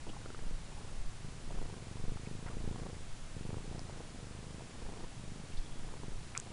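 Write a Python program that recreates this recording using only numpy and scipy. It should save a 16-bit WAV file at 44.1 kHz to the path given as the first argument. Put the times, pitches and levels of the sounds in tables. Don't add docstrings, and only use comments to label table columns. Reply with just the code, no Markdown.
import sys
import numpy as np
from scipy import signal
from scipy.fft import rfft, irfft
from scipy.io import wavfile
from scipy.ndimage import uniform_filter1d

SR = 44100
rng = np.random.default_rng(int(sys.argv[2]) if len(sys.argv) > 2 else 0)


def master(y):
    cut = np.clip(np.atleast_2d(y).T, -1, 1)
    pcm = np.round(cut * 32767)
    wavfile.write(sys.argv[1], SR, pcm.astype(np.int16))


def gain_from_decibels(decibels):
    exponent = np.asarray(decibels, float) / 20
    return 10 ** exponent


N = 287532


def add(mix, start_s, sound):
    part = mix[max(round(start_s * SR), 0):][:len(sound)]
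    part += sound[:len(part)]


def noise(spectrum):
    pitch_hz, level_db = np.transpose(spectrum)
    hz = np.fft.rfftfreq(N, 1 / SR)
    shape_db = np.interp(np.log(hz + 1), np.log(pitch_hz + 1), level_db)
    x = irfft(rfft(rng.standard_normal(N)) * gain_from_decibels(shape_db), N)
    return x / x.std()


def ring(t, pitch_hz, decay_s):
    return -np.exp(-np.abs(t) / decay_s) * np.cos(2 * np.pi * pitch_hz * t) * (t >= 0)


# pitch_hz, relative level_db (per Hz)
HUM_AND_HISS = [(24, -39), (40, -12), (70, -6.5), (149, -8), (176, -15), (262, -17), (363, -23), (418, -25),
                (685, -24), (866, -26), (1260, -27), (7330, -33.5), (10900, -36), (14200, -59),
                (22000, -120)]


def hum_and_hiss():
    return gain_from_decibels(-50.5) * noise(HUM_AND_HISS)


# pitch_hz, level_db (rms)
WHINE_TONES = [(7140, -76), (7853, -83)]


def whines():
    t = np.arange(N) / SR
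    waver = 0.43 * noise([(1, 7), (4, 2), (12, -8), (100, -78)])
    return sum(np.sqrt(2) * gain_from_decibels(level_db) * np.sin(2 * np.pi * pitch_hz * t + waver)
               for pitch_hz, level_db in WHINE_TONES)


# middle_s, half_length_s, level_db (gain at the top of the swell)
HAND_SHIFTS = [(0.02, 0.19, -43), (0.486, .11, -32.5), (0.735, 0.12, -47), (1.025, 0.088, -32.5),
               (1.288, 0.057, -42.5), (1.57, 0.1, -33.5), (2.08, 0.07, -31.5), (2.334, 0.026, -40),
               (2.63, 0.15, -37.5), (2.868, 0.035, -46), (3.12, 0.096, -42.5), (3.54, 0.4, -46.5),
               (4.87, 0.049, -37.5), (5.062, 0.045, -40), (5.28, .1, -47), (5.58, 0.03, -28),
               (5.8, 0.12, -38), (6.145, 0.088, -37)]
# pitch_hz, relative level_db (per Hz)
RUMBLE_SPECTRUM = [(2, -26), (4, 0.5), (20, 3.5), (32, -12), (50, -20.5), (90, -62), (200, -103)]
STILL_HAND_DB = -50.5


def handling():
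    t = np.arange(N) / SR
    shake = noise(RUMBLE_SPECTRUM)
    power = uniform_filter1d(uniform_filter1d(shake ** 2, 5000), 5000)
    shake /= np.sqrt(power + 0.2)
    swells = gain_from_decibels(STILL_HAND_DB) + sum(gain_from_decibels(level_db) * np.exp(-((t - middle_s) / half_length_s) ** 2)
                                      for middle_s, half_length_s, level_db in HAND_SHIFTS)
    return swells * shake


# start_s, length_s, level_db (rms before the fades), pitch_hz, width_hz
BRUSHES = [(0.067, 0.043, -46, 316, 300), (0.087, 0.019, -56, 3080, 600), (0.131, 0.021, -56, 1010, 400),
           (0.711, 0.027, -59, 850, 350), (0.762, 0.042, -59.5, 910, 250), (0.866, 0.037, -58.5, 1000, 500),
           (2.258, 0.015, -54.5, 2330, 300), (2.454, 0.046, -52, 1170, 1300),
           (2.495, 0.046, -55.5, 840, 800), (6.349, 0.029, -53, 1890, 1425), (6.373, .007, -44, 6060, 6000),
           (0.432, .11, -63, 1100, 900), (4.75, 0.36, -63.5, 700, 800), (3.856, 0.19, -64, 1190, 1400),
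           (5.515, 0.028, -59, 2800, 2000), (5.567, 0.025, -56.5, 4100, 1600),
           (5.602, 0.22, -67, 3380, 250)]


def rustles():
    out = np.zeros(N)
    for start_s, length_s, level_db, pitch_hz, width_hz in BRUSHES:
        size = round(length_s * SR)
        grain_db = 2.0 * np.repeat(rng.standard_normal(100), 200)
        grains = rng.standard_normal(20000) * gain_from_decibels(grain_db)
        edges_hz = [max(pitch_hz - width_hz / 2, 50), pitch_hz + width_hz / 2]
        band = signal.sosfilt(signal.butter(2, edges_hz, "band", fs=SR, output="sos"), grains)
        fades = signal.windows.tukey(size, .5)
        add(out, start_s, gain_from_decibels(level_db) * band[500:500 + size] / band.std() * fades)
    return out


# start_s, level_db (before a 4 dB cut), pitch_hz, second_pitch_hz, length_ms
KNOCKS = [(0.067, -39, 410, 900, 7.6), (0.165, -40.5, 825, 1000, 9.5), (1.506, -37.5, 686, 870, 6.4),
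          (2.171, -38, 930, 1210, 4.1), (2.866, -35, 417, 960, 2.5), (3.793, -39, 710, 900, 4.5),
          (3.896, -38.5, 664, 830, 5.4), (4.005, -36, 437, 620, 3.7), (4.606, -42, 690, 910, 9.4),
          (5.939, -35, 460, 880, 3.7), (6.033, -34, 330, 890, 4.4), (6.351, -29.5, 2230, 1530, 2.7),
          (6.362, -36, 1320, 2320, 4.4), (6.37, -32.5, 1240, 2480, 3.8), (6.469, -43, 500, 900, 5.4)]


def creaks():
    out = np.zeros(N)
    for start_s, level_db, pitch_hz, second_pitch_hz, length_ms in KNOCKS:
        u = np.linspace(0, 1, round(np.clip(length_ms, 2, 40) * SR / 1000))
        t = np.arange(len(u)) / SR
        modes = np.sin(2 * np.pi * pitch_hz * t) + .7 * np.sin(2 * np.pi * second_pitch_hz * t)
        fade = np.minimum(8 * u, 1) * np.cos(np.pi / 2 * u)
        add(out, start_s, gain_from_decibels(level_db - 4.0) * modes * fade)
    return out


# start_s, level_db, pitch_hz, length_cycles
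TICK_EVENTS = [(3.7927, -34.5, 5180, 2.1), (6.3757, -18, 6940, 1.9), (6.399, -26.5, 7300, 2.2)]


def ticks():
    out = np.zeros(N)
    t = np.arange(-40, 300) / SR
    for start_s, level_db, pitch_hz, cycles in TICK_EVENTS:
        bell = np.exp(-(t * pitch_hz / cycles / np.where(t < 0, .45, .9)) ** 2)
        body = 0.072 * ring(t, 1520, 0.0011) + 0.088 * ring(t, 3500, 0.00046)
        after_ring = 0.17 * ring(t, 1.85 * pitch_hz, 0.00057)
        tick = bell * np.sin(2 * np.pi * pitch_hz * t) + body + after_ring
        add(out, start_s, gain_from_decibels(level_db) * tick)
    return out


def soften(x, cutoff_hz):
    return signal.sosfiltfilt(signal.butter(2, cutoff_hz, fs=SR, output="sos"), x)


def clap(inward, stretch):
    t = np.arange(-600, 1200) / SR / stretch
    if inward:
        build = 0.22 * (t < 0) * np.exp(-np.abs(t) / 0.0048)
        swing = ring(t, 142.0, 0.0038) + 0.29 * ring(t, 56, 0.0068)
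        return soften(build + swing, 540)
    build = 0.61 * (t < 0) * np.exp(-np.abs(t) / 0.0022)
    swing = ring(t, 87, 0.0027) + 0.14 * ring(t, 58, 0.0057)
    return -soften(build + swing, 480)


SNAP_HZ, SNAP_RISE_HZ_PER_DB, WIDE_OPEN_DB = 907, 105, 1.5


def snap(inward, stretch, upper_hz):
    t = np.arange(-100, 600) / SR / stretch
    share = .27 * (upper_hz / SNAP_HZ) ** 1.6
    pop = soften(ring(t, 330, .0011) + share * ring(t, upper_hz, .002), 1.4 * upper_hz)
    return pop if inward else -pop


# pitch_hz, width_hz, share
AIRWAY_BANDS = [(188, 144, 0.24), (274, 71, -0.39), (457, 114, 0.58), (620, 160, -0.38)]


def airway(x):
    return x + sum(share * signal.lfilter(*signal.iirpeak(pitch_hz, pitch_hz / width_hz, SR), x)
                   for pitch_hz, width_hz, share in AIRWAY_BANDS)


# start_s (first clap), end_s, start and end rate (claps per s), way (-1 in, +1 out)
BREATH_STRETCHES = [(0.204, 0.52, 23.1, 22.4, -1), (0.544, 0.96, 27.8, 26.1, 1),
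                    (1.005, 1.45, 24.2, 26.5, -1), (1.478, 1.78, 31.3, 23.9, 1),
                    (1.825, 2.21, 22.0, 26.4, -1), (2.234, 2.4, 25.3, 25.6, -1),
                    (2.427, 2.72, 27.7, 28.4, 1), (2.749, 3.02, 29.4, 24.6, 1),
                    (3.066, 3.25, 25.6, 21.2, -1), (3.367, 3.62, 22.8, 27.5, -1),
                    (3.645, 4.09, 29.4, 26.7, 1), (4.106, 4.71, 24.0, 26.9, -1),
                    (4.742, 5.06, 27.6, 27.4, 1), (5.156, 5.45, 24.1, 25.4, -1),
                    (5.502, 5.92, 28.3, 25.5, 1), (5.955, 6.17, 21.5, 28.5, -1),
                    (6.193, 6.51, 27.2, 24.2, 1)]
# time_s, effort_db (loudness of the voice),
# mouth_db (mouth opening, lifts snaps and rasp); fixed boosts are added to both below
EFFORT_CURVE = [(0.2, -57, 5.5), (0.3, -53, 6.5), (0.4, -55.5, 6.5), (0.5, -47, -15), (0.58, -59, -15),
                (0.82, -57, 5), (1.19, -67, -5), (1.25, -46, -8), (1.38, -55, -6), (1.61, -48.5, 2.5),
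                (1.85, -48, -5), (2.12, -43, -5), (2.22, -50, -17), (2.28, -40.5, -8), (2.41, -50, -15),
                (2.54, -42.5, -11.5), (2.79, -45.5, -0.5), (2.9, -47.5, 1), (3.0, -48.5, -15),
                (3.09, -71, 3), (3.32, -66, 0), (3.36, -43.5, -14), (3.42, -43.5, -9), (3.55, -40.5, -2.5),
                (3.63, -51.5, -6), (3.76, -45, -3), (3.82, -47.5, -15), (3.98, -52.5, 1), (4.13, -53.5, -6),
                (4.2, -48, -5), (4.58, -48.5, -9), (4.72, -54.5, -2), (4.88, -51, 3), (5.05, -54.5, 5.5),
                (5.1, -65, 7), (5.2, -50.5, -10), (5.43, -47, -8), (5.55, -54.5, -8), (5.96, -52, -1.5),
                (6.08, -44.5, -21), (6.19, -56, -6), (6.5, -53, -1.5)]
# pitch_hz, relative level_db (per Hz)
CHEST_SPECTRUM = [(30, -28), (70, 0), (140, -13), (240, 0), (300, -18), (450, 5), (700, -39), (2000, -65)]
# pitch_hz, relative level_db (per Hz)
RASP_SPECTRUM = [(150, -34), (400, -0.5), (900, 0), (1500, -11.5), (2600, -12), (5000, -14), (11000, -30)]
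# snap delay ms, looseness (0 clean - 1 flapping), pulse width
FOLDS_IN, FOLDS_OUT = (12.5, .13, 1), (13, .5, 1.03)
UNEVEN_DB = 5
USUAL_DB, WIDER_PER_DB = -50, 0.23
RASP_DB, OUT_RASP_DB, RASP_FOLLOWS_EFFORT, RASP_FOLLOWS_MOUTH = -58, 1.5, 0.34, 0.35


def purr():
    claps, snaps, puffs, unsteady = np.zeros((4, N))
    time_s, effort, mouth = np.transpose(EFFORT_CURVE)
    puff = np.exp(-np.arange(1500) / SR / .005)
    for start_s, end_s, start_rate, end_rate, way in BREATH_STRETCHES:
        inward = way < 0
        delay_ms, loose, width = FOLDS_IN if inward else FOLDS_OUT
        t = np.arange(start_s, end_s, 1 / SR)
        turns = np.cumsum(np.interp(t, [start_s, end_s], [start_rate, end_rate])) / SR
        times = t[np.searchsorted(turns, np.arange(int(turns[-1]) + 1))]
        for s, chance in zip(times, rng.standard_normal((len(times), 8))):
            late, clap_level, size, snap_late, snap_level, snap_size, flap_late, flap_level = chance
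            s += .002 * loose * late
            parting = s + (delay_ms + 2 * loose * snap_late) / 1000
            effort_here = np.interp(s, time_s, effort)
            stretch = width * np.clip(1 + WIDER_PER_DB * (effort_here - USUAL_DB), .7, 1.4)
            wide_db = max(np.interp(s, time_s, mouth) - WIDE_OPEN_DB, 0)
            upper_hz = SNAP_HZ + inward * SNAP_RISE_HZ_PER_DB * wide_db
            one_clap = clap(inward, stretch * (1 + 0.085 * size))
            add(claps, s - 600 / SR, gain_from_decibels(UNEVEN_DB * loose * clap_level) * one_clap)
            one_snap = snap(inward, 1 + 0.16 * snap_size, upper_hz)
            add(snaps, parting - 100 / SR, gain_from_decibels(2 * snap_level) * one_snap)
            flap = 1.82 * loose * snap(inward, 1.3 + 0.06 * size, upper_hz)
            add(snaps, s + (5.51 + 2.516 * flap_late) / 1000, gain_from_decibels(2 * flap_level) * flap)
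            add(puffs, s, 0.79 * puff)
            add(puffs, parting, puff)
            add(unsteady, s, loose * puff ** .5)
    t = np.arange(N) / SR
    effort_db, mouth_db = np.interp(t, time_s, effort), np.interp(t, time_s, mouth)
    starts, ways = np.transpose(BREATH_STRETCHES)[[0, 4]]
    outward = ways[np.maximum(np.searchsorted(starts, t) - 1, 0)] > 0
    flutter = gain_from_decibels(-6) * unsteady * noise(CHEST_SPECTRUM)
    voice = gain_from_decibels(effort_db) * (gain_from_decibels(10.5) * claps + flutter + gain_from_decibels(11.0 + mouth_db) * snaps)
    rasp_db = RASP_DB + OUT_RASP_DB * outward
    rasp_db = rasp_db + RASP_FOLLOWS_EFFORT * (effort_db - USUAL_DB) + RASP_FOLLOWS_MOUTH * mouth_db
    airflow = .2 + puffs
    return airway(voice) + gain_from_decibels(rasp_db) * airflow * noise(RASP_SPECTRUM)


def scene():
    surroundings = hum_and_hiss() + whines() + handling()
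    return (surroundings + rustles() + creaks() + ticks() + purr())[None]


def band_limit(x):
    return signal.sosfilt(signal.butter(12, 11080, fs=SR, output="sos"), x)


def record(dry):
    low_pass = signal.firwin(301, 10560, window=("kaiser", 9), fs=SR)
    limited = signal.oaconvolve(dry, low_pass[None], "same")
    return band_limit(limited)


dry = scene()
out = record(dry)
master(out)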